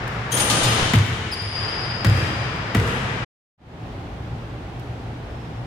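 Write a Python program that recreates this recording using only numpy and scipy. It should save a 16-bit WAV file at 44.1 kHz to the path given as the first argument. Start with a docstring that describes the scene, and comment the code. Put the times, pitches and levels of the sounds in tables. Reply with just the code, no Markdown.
"""A large, echoing gym with loud ventilation. On a lay-up the steel rim clashes and rings, its hinge
squeals, the backboard rattles and the net swishes. The player lands, a rubber sole squeaks, and
the ball bounces three times, each a slap and a ping over the boom of the sprung wooden floor.
After a short silence the same hall is heard from a quieter spot."""
import sys
import numpy as np
from scipy import signal
from scipy.fft import rfft, irfft, next_fast_len
from scipy.io import wavfile
from scipy.ndimage import map_coordinates

SR = 44100
rng = np.random.default_rng(int(sys.argv[2]) if len(sys.argv) > 2 else 0)


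def transcribe(signal):
    """Save signal, clipped to [-1, 1], as a 16-bit WAV file at the path in sys.argv[1]."""
    frames = np.atleast_2d(signal).T
    limited = np.clip(frames, -1, 1)
    pcm = np.round(limited * 32767).astype(np.int16)
    wavfile.write(sys.argv[1], SR, pcm)


N = 249606
TIME = np.arange(N) / SR


def amp(db):
    """Decibels to gain."""
    return 10 ** (np.asarray(db) / 20)


def along(points, hz):
    """Read a curve of (freq_hz, value) points on a log frequency axis."""
    freqs, values = np.transpose(points)
    return np.interp(np.log(hz + 1), np.log(freqs + 1), values)


def ramp(start_s, length_s):
    """A straight rise from 0 to 1."""
    return np.clip((TIME - start_s) / length_s, 0, 1)


def envelope(start_s, attack_s, hold_s, t60_s):
    """Rise, hold, then exponential decay."""
    decaying_s = np.maximum(TIME - start_s - attack_s - hold_s, 0)
    return ramp(start_s, attack_s) * amp(-60 * decaying_s / t60_s)


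def decay(t60_s):
    """One second of exponential decay."""
    return amp(-60 * TIME[:SR] / t60_s)


def wobble(rate_hz):
    """A smooth random curve through rate_hz knots a second."""
    return map_coordinates(rng.standard_normal(int(N * rate_hz / SR) + 4), [TIME * rate_hz])


def filtered(x, response):
    """Shape x with a response given as a function of frequency."""
    size = next_fast_len(N + SR // 2)
    return irfft(rfft(x, size) * response(np.fft.rfftfreq(size, 1 / SR)), size)[..., :N]


def noise(spectrum):
    """Two unrelated noises of rms 1, coloured by (freq_hz, density_db) points."""
    pair = filtered(rng.standard_normal((2, N)), lambda hz: amp(along(spectrum, hz)))
    return pair / np.sqrt(np.mean(pair ** 2) + 1e-20)


def add(track, start_s, x):
    """Mix x into the track at start_s."""
    part = track[..., round(start_s * SR):][..., :x.shape[-1]]
    part += x[..., :part.shape[-1]]


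def ring(modes):
    """Damped modes, with new strengths and phases for every blow."""
    offsets_db = rng.normal(0, 1.5, len(modes))
    return sum(amp(db + offset_db) * decay(t60_s) * np.sin(2 * np.pi * (hz * TIME[:SR] + rng.random()))
               for (hz, db, t60_s), offset_db in zip(modes, offsets_db))


# How alike left and right are in the room: freq_hz, correlation
STEREO_LIKENESS = [(100, 0.99), (250, 0.95), (500, 0.83), (1000, 0.096), (10000, 0)]

def diffuse(pair):
    """Sound from all sides: the bass is alike in both channels, the treble is wide."""
    def mid_side_gains(hz):
        angle = np.arccos(np.clip(along(STEREO_LIKENESS, hz), -1, 1)) / 2
        return np.array([np.cos(angle), np.sin(angle)])
    mid, side = filtered(pair, mid_side_gains)
    return np.array([mid + side, mid - side])


# The gym's reverb tail: freq_hz, t60_s
HALL_DECAY = [(100, 2.3), (400, 2.32), (1500, 1.9), (3000, 3.98), (5000, 2.94), (9000, 1.56), (15000, 0.24)]

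def hall(x, build_s):
    """The gym's reverb: echoes swell over build_s, and the top end dies first."""
    hz, t, spectra = signal.stft(rng.standard_normal((2, 2 * SR)), SR, nperseg=256)
    falloff = amp(-60 * t / along(HALL_DECAY, hz)[:, None])
    swell = 1 - np.exp(-t / build_s)
    tail = signal.istft(spectra * falloff * swell, SR, nperseg=256)[1]
    tail /= np.linalg.norm(tail[0])
    return diffuse(signal.fftconvolve(np.atleast_2d(x), tail, axes=1)[:, :N])


# Room tone under the basket and at the quieter spot: freq_hz, density_db
NEAR_VENT_SPECTRUM = [(15, -50), (25, -15), (120, -4), (293, -16.5), (354, -15), (427, -14), (591, -15.5),
                      (887, -13.5), (1260, -14), (1740, -15), (4250, -31), (5430, -35.5), (7920, -47),
                      (12900, -62.5), (16000, -78.5)]
FAR_VENT_SPECTRUM = [(15, -44), (25, -32), (49, -2.5), (84, -6), (117, -2), (141, -7.5), (170, -6.5),
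                     (195, -15), (229, -10), (363, -14), (531, -18.5), (818, -16), (887, -20), (3340, -33),
                     (16000, -64)]

def ventilation(spectrum, rush_db, drone_db):
    """A bed of rushing air over the narrow drone of the ducts."""
    drone = noise([(70, -44.5), (100, -12.5), (117, 9), (135, -13), (190, -60)])
    rush = amp(rush_db + 0.13 * wobble(11)) * noise(spectrum)
    return diffuse(rush + amp(drone_db) * drone)


# Small touches of hands and shoes: start_s, level_db
TAP_HITS = [(0.077, -34), (1.4214, -34), (2.561, -47.5), (4.796, -44)]

def taps():
    """Hands and shoes make light, bright ticks."""
    hits = np.zeros(N)
    for start_s, level_db in TAP_HITS:
        add(hits, start_s, amp(level_db) * decay(0.032))
    ticks = hits * noise([(500, -9), (3000, 7.5), (12000, -1)])
    return ticks + amp(-0.5) * hall(ticks, build_s=0.02)


# The net whips out and swings back: start_s, level_db
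NET_WHIPS = [(0.307, -31), (.625, -41)]

def net():
    """Cords brush each other in a fast, uneven sizzle."""
    motion = sum(amp(level_db) * envelope(start_s, attack_s=0.016, hold_s=0.067, t60_s=0.5)
                 for start_s, level_db in NET_WHIPS)
    flutter = amp(3 * wobble(160))
    sizzle = noise([(1500, -26), (5000, -12), (8000, -1.5), (10500, 5.5), (14000, -1), (16000, -14)])
    swish = motion * flutter * sizzle
    return amp(-2) * swish + amp(-5.5) * hall(swish, build_s=0.02)


# Feet landing on the boards: start_s, level_db
FOOTFALLS = [(.625, -16), (0.804, -18)]

def feet():
    """Dull thuds as the player's weight comes down."""
    weight = np.zeros(N)
    for start_s, level_db in FOOTFALLS:
        add(weight, start_s, amp(level_db) * (1 - decay(0.08)) * decay(0.2))
    rumble = noise([(20, 3.5), (35, -9), (70, -1.5), (140, -7), (300, -9.5), (900, -35.5), (5000, -77)])
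    return weight * diffuse(rumble)


# Sole squeaks: start_s, length_s, pitch_hz, direct_db, reverb_send_db
SOLE_SQUEAKS = [(0, .3, 5380, -58, -64), (1.315, 0.037, 4806, -17.5, -15.5), (5.22, 0.22, 5350, -69, -61.5)]

def shoe():
    """Rubber slips on varnish: each chirp drops onto its pitch and hangs in the hall."""
    direct, send = np.zeros((2, N))
    for start_s, length_s, pitch_hz, direct_db, send_db in SOLE_SQUEAKS:
        t = TIME[:int(length_s * SR)]
        drop = 0.086 * np.exp(-(t / 0.011) ** 2)
        pitch = pitch_hz * (1 + drop + 0.013 * wobble(900)[:len(t)])
        phase = 2 * np.pi * np.cumsum(pitch) / SR
        tone = np.sin(phase) + amp(-15.5) * np.sin(2 * phase) + amp(-26.5) * np.sin(3 * phase)
        chirp = np.sqrt(np.sin(np.pi * t / length_s)) * tone
        add(direct, start_s, amp(direct_db) * chirp)
        add(send, start_s, amp(send_db) * chirp)
    far_walls = filtered(send, lambda hz: np.exp(-2j * np.pi * hz * 0.31))  # 0.31 s pre-delay
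    return direct + hall(send, build_s=0.043) + amp(-9.5) * hall(far_walls, build_s=0.21)


# Squeals of the rim's hinge: start_s, length_s, from_hz, to_hz, level_db, third_harmonic_db
HINGE_SQUEALS = [(0.318, 0.017, 3200, 3230, -20.5, -5), (0.339, 0.021, 3240, 3003, -33.5, 16),
                 (0.364, 0.016, 3106, 3350, -22.5, -3), (0.393, 0.034, 3130, 3046, -33.5, 14.5),
                 (0.455, 0.2, 3127, 3025, -44.5, 13)]

def hinge():
    """Dry steel sticks and slips in rough squeals; the shorter the slip, the harsher."""
    squeal = np.zeros(N)
    for start_s, length_s, from_hz, to_hz, level_db, third_db in HINGE_SQUEALS:
        progress = np.linspace(0, 1, int(length_s * SR))
        glide_hz = from_hz + (to_hz - from_hz) * progress
        jitter = (0.014 + 0.00042 / length_s) * wobble(1500)[:len(progress)]
        phase = 2 * np.pi * np.cumsum(glide_hz * (1 + jitter)) / SR
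        tone = sum(amp(db) * np.sin(k * phase) for k, db in enumerate([-4.5, -0.5, third_db, -15], 1))
        arch = np.sqrt(4 * progress * (1 - progress))
        add(squeal, start_s, amp(level_db) * arch * tone)
    return amp([[0], [-5]]) * squeal + amp(1) * hall(squeal, build_s=0.0088)


# Colour of the rattling frame: freq_hz, density_db
RATTLE_SPECTRUM = [(40, -16.5), (120, 13), (220, 1), (450, -0.5), (800, 0.5), (1300, -0.5), (2000, -5),
                   (3100, -5.5), (4200, -13.5), (6000, -14.5), (9000, -35.5), (15000, -37.5)]

def backboard():
    """The frame shakes while the player hangs on the rim, then settles."""
    shake = envelope(start_s=0.315, attack_s=0.023, hold_s=0.51, t60_s=0.23)
    rattle = shake * amp(-24 + 1.9 * wobble(70.4)) * diffuse(noise(RATTLE_SPECTRUM))
    return rattle + hall(rattle, build_s=0.014)


# Low modes of the sprung floor: pitch_hz, level_db, rise_s, base_t60_s
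FLOOR_MODES = [(63.6, -11, 0.014, 0.35), (86.4, -9, 0.034, 0.53), (103.1, 4, .02, 0.25),
               (128.8, -2.5, 0.032, 0.37), (159.3, -6, 0.0088, 0.23)]

def floor_boom(stretch):
    """The boards swell for a few cycles, then die away; stretch scales their decay time."""
    t = TIME[:SR]
    boom = np.zeros(SR)
    for pitch_hz, level_db, rise_s, base_t60_s in FLOOR_MODES:
        swell = 1 - np.exp(-(t / rise_s) ** 2)
        boom += amp(level_db) * swell * decay(base_t60_s * stretch) * np.sin(2 * np.pi * pitch_hz * t)
    return boom


# Ping of the air inside the ball: pitch_hz, level_db, t60_s
PING_MODES = [(970, -9, .1), (1225, 0.5, 0.074), (1520, -8.5, 0.089), (1940, 3.5, 0.039), (2380, -4, .06),
              (3080, -4, 0.027)]
# Knock of its skin on the boards: pitch_hz, level_db, t60_s
KNOCK_MODES = [(196, 3.5, 0.072), (251, -2.5, 0.12), (315.3, -8.5, 0.092), (454.5, -10, 0.12),
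               (690, -11, 0.067)]
# Colour of the slap as it spreads into the hall: freq_hz, density_db
SCATTER_SPECTRUM = [(60, -12.5), (250, 11.5), (600, 3.5), (1600, 6), (3000, -1), (4500, -11), (9000, -17),
                    (15000, -22.5)]
# Early reflections off the floor and nearest walls: delay_s, level_db
EARLY_ECHOES = [(.0035, -2.5), (0.016, -16.5), (0.021, -14.5), (0.022, -5), (0.04, -15.5), (.051, -6.5),
                (0.128, -9.5)]
# The ball hits the floor: start_s, slap_db, boom_db, boom_stretch, knock_db
BALL_BOUNCES = [(0.9363, 3.5, -5, 1.28, -10.5), (2.0473, 0, -8, 1.4, -18), (2.7487, -0.5, -8, 1.05, -12.5)]

def ball():
    """A sharp slap and its echoes, the ping of trapped air, a knock, then the boom of the floor."""
    out, t = np.zeros((2, N)), TIME[:SR]
    contact = t / 0.00014  # time in units of the spike's width
    spike = -(1 - contact) * np.exp(-contact) * (1 - np.exp(-t / 0.00003))
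    end_wall_delay_s = 0.1
    for start_s, slap_db, boom_db, boom_stretch, knock_db in BALL_BOUNCES:
        slap, body, burst = np.zeros((3, N))
        hit = amp(slap_db) * (1.3 * spike + amp(-26) * ring(PING_MODES))
        knock = amp(knock_db) * (1 - decay(0.014)) * ring(KNOCK_MODES)
        add(slap, start_s, hit)
        add(body, start_s, amp(boom_db) * floor_boom(boom_stretch) + knock)
        add(burst, start_s, amp(slap_db) * decay(0.2))
        for delay_s, echo_db in EARLY_ECHOES:
            for ear in out:  # a tiny offset per ear gives each echo its own direction
                add(ear, start_s + delay_s + 0.00046 * rng.random(), amp(echo_db) * hit)
        scatter = burst * diffuse(noise(SCATTER_SPECTRUM))  # a dense spray of weaker echoes
        out += amp([[0], [-3]]) * slap + body + amp(-20.5) * scatter
        send = amp(-18.5) * scatter + amp(-4) * slap
        out += hall(send, build_s=0.026) + amp(-6) * hall(body, build_s=0.0047)
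        add(out, end_wall_delay_s, amp(-1.5) * hall(send, build_s=0.0096))
    return out


# Colour of steel hitting steel: freq_hz, density_db
CLASH_SPECTRUM = [(200, -23.5), (1000, -12.5), (3500, 6), (5800, 0.5), (7600, 1), (11000, -8.5),
                  (14000, -13.5), (16000, -25)]
# Ring of the hoop: pitch_hz, level_db, t60_s
HOOP_MODES = [(577, -16, 0.6), (830, -6.5, 0.91), (1216, 1, 0.75), (1430, -14.5, 0.65), (2880, -5.5, 0.74),
              (3030, -2, .5), (3600, 1.5, 0.22), (3800, -5.5, 0.44), (4870, -11.5, 0.59), (5130, -4, 0.46),
              (7060, -13, .4), (7200, -12, .4), (7380, -1, 0.33), (8452, -16.5, .3)]
# Blows on the rim: start_s, strength_db
RIM_BLOWS = [(0.306, -30), (0.32, -25), (.371, -16), (.397, -17.5), (0.497, -9), (.630, -13.5)]

def rim():
    """Each blow is a short, noisy clash that sets the steel hoop ringing."""
    blows, hoop = np.zeros(N), np.zeros((2, N))
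    attack = 1 - decay(0.03)
    for start_s, strength_db in RIM_BLOWS:
        add(blows, start_s, amp(strength_db) * attack * decay(0.18))
        stereo_ring = np.array([ring(HOOP_MODES), ring(HOOP_MODES)])
        add(hoop, start_s, amp(strength_db - 13.5) * attack * stereo_ring)
    steel = blows * noise(CLASH_SPECTRUM) + hoop
    return amp(-5) * steel + amp(-7.5) * hall(steel, build_s=0.03)


# Under the basket the treble leans left: freq_hz, left_minus_right_db
LEFT_TILT = [(200, 0.44), (500, -0.2), (1000, 1), (2500, 6.5), (6000, 3.5), (10000, 5)]

def scene():
    """The play under the basket, then the quiet hall from further along the court."""
    move_s, late_sounds_s = 3.4, 4.7  # the listener changes spot during the silence
    action = rim() + backboard() + hinge() + net() + feet() + shoe() + ball() + taps()
    near = action + ventilation(NEAR_VENT_SPECTRUM, rush_db=-27.5, drone_db=-34.5)
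    near = filtered(near, lambda hz: amp(np.outer([0.5, -0.5], along(LEFT_TILT, hz))))
    far = ventilation(FAR_VENT_SPECTRUM, rush_db=-33, drone_db=-39.5)
    far += action * (TIME > late_sounds_s)  # only the late, faint sounds play at this spot
    return np.where(TIME < move_s, amp(-0.85) * near, far)


def record(dry):
    """A brief dip in level, a fast fade to silence and a slower return, clipping and a high cut."""
    dip_db, high_cut_hz = -6, 15900
    dip = ramp(start_s=0.9, length_s=0.17) - ramp(start_s=1.5, length_s=0.15)
    fader = 1 - ramp(start_s=3.236, length_s=0.012) + ramp(start_s=3.577, length_s=0.3)
    clipped = np.clip(dry * amp(dip_db * dip) * fader, -1, 1)
    return filtered(clipped, lambda hz: hz < high_cut_hz)


dry = scene()
out = record(dry)
transcribe(out)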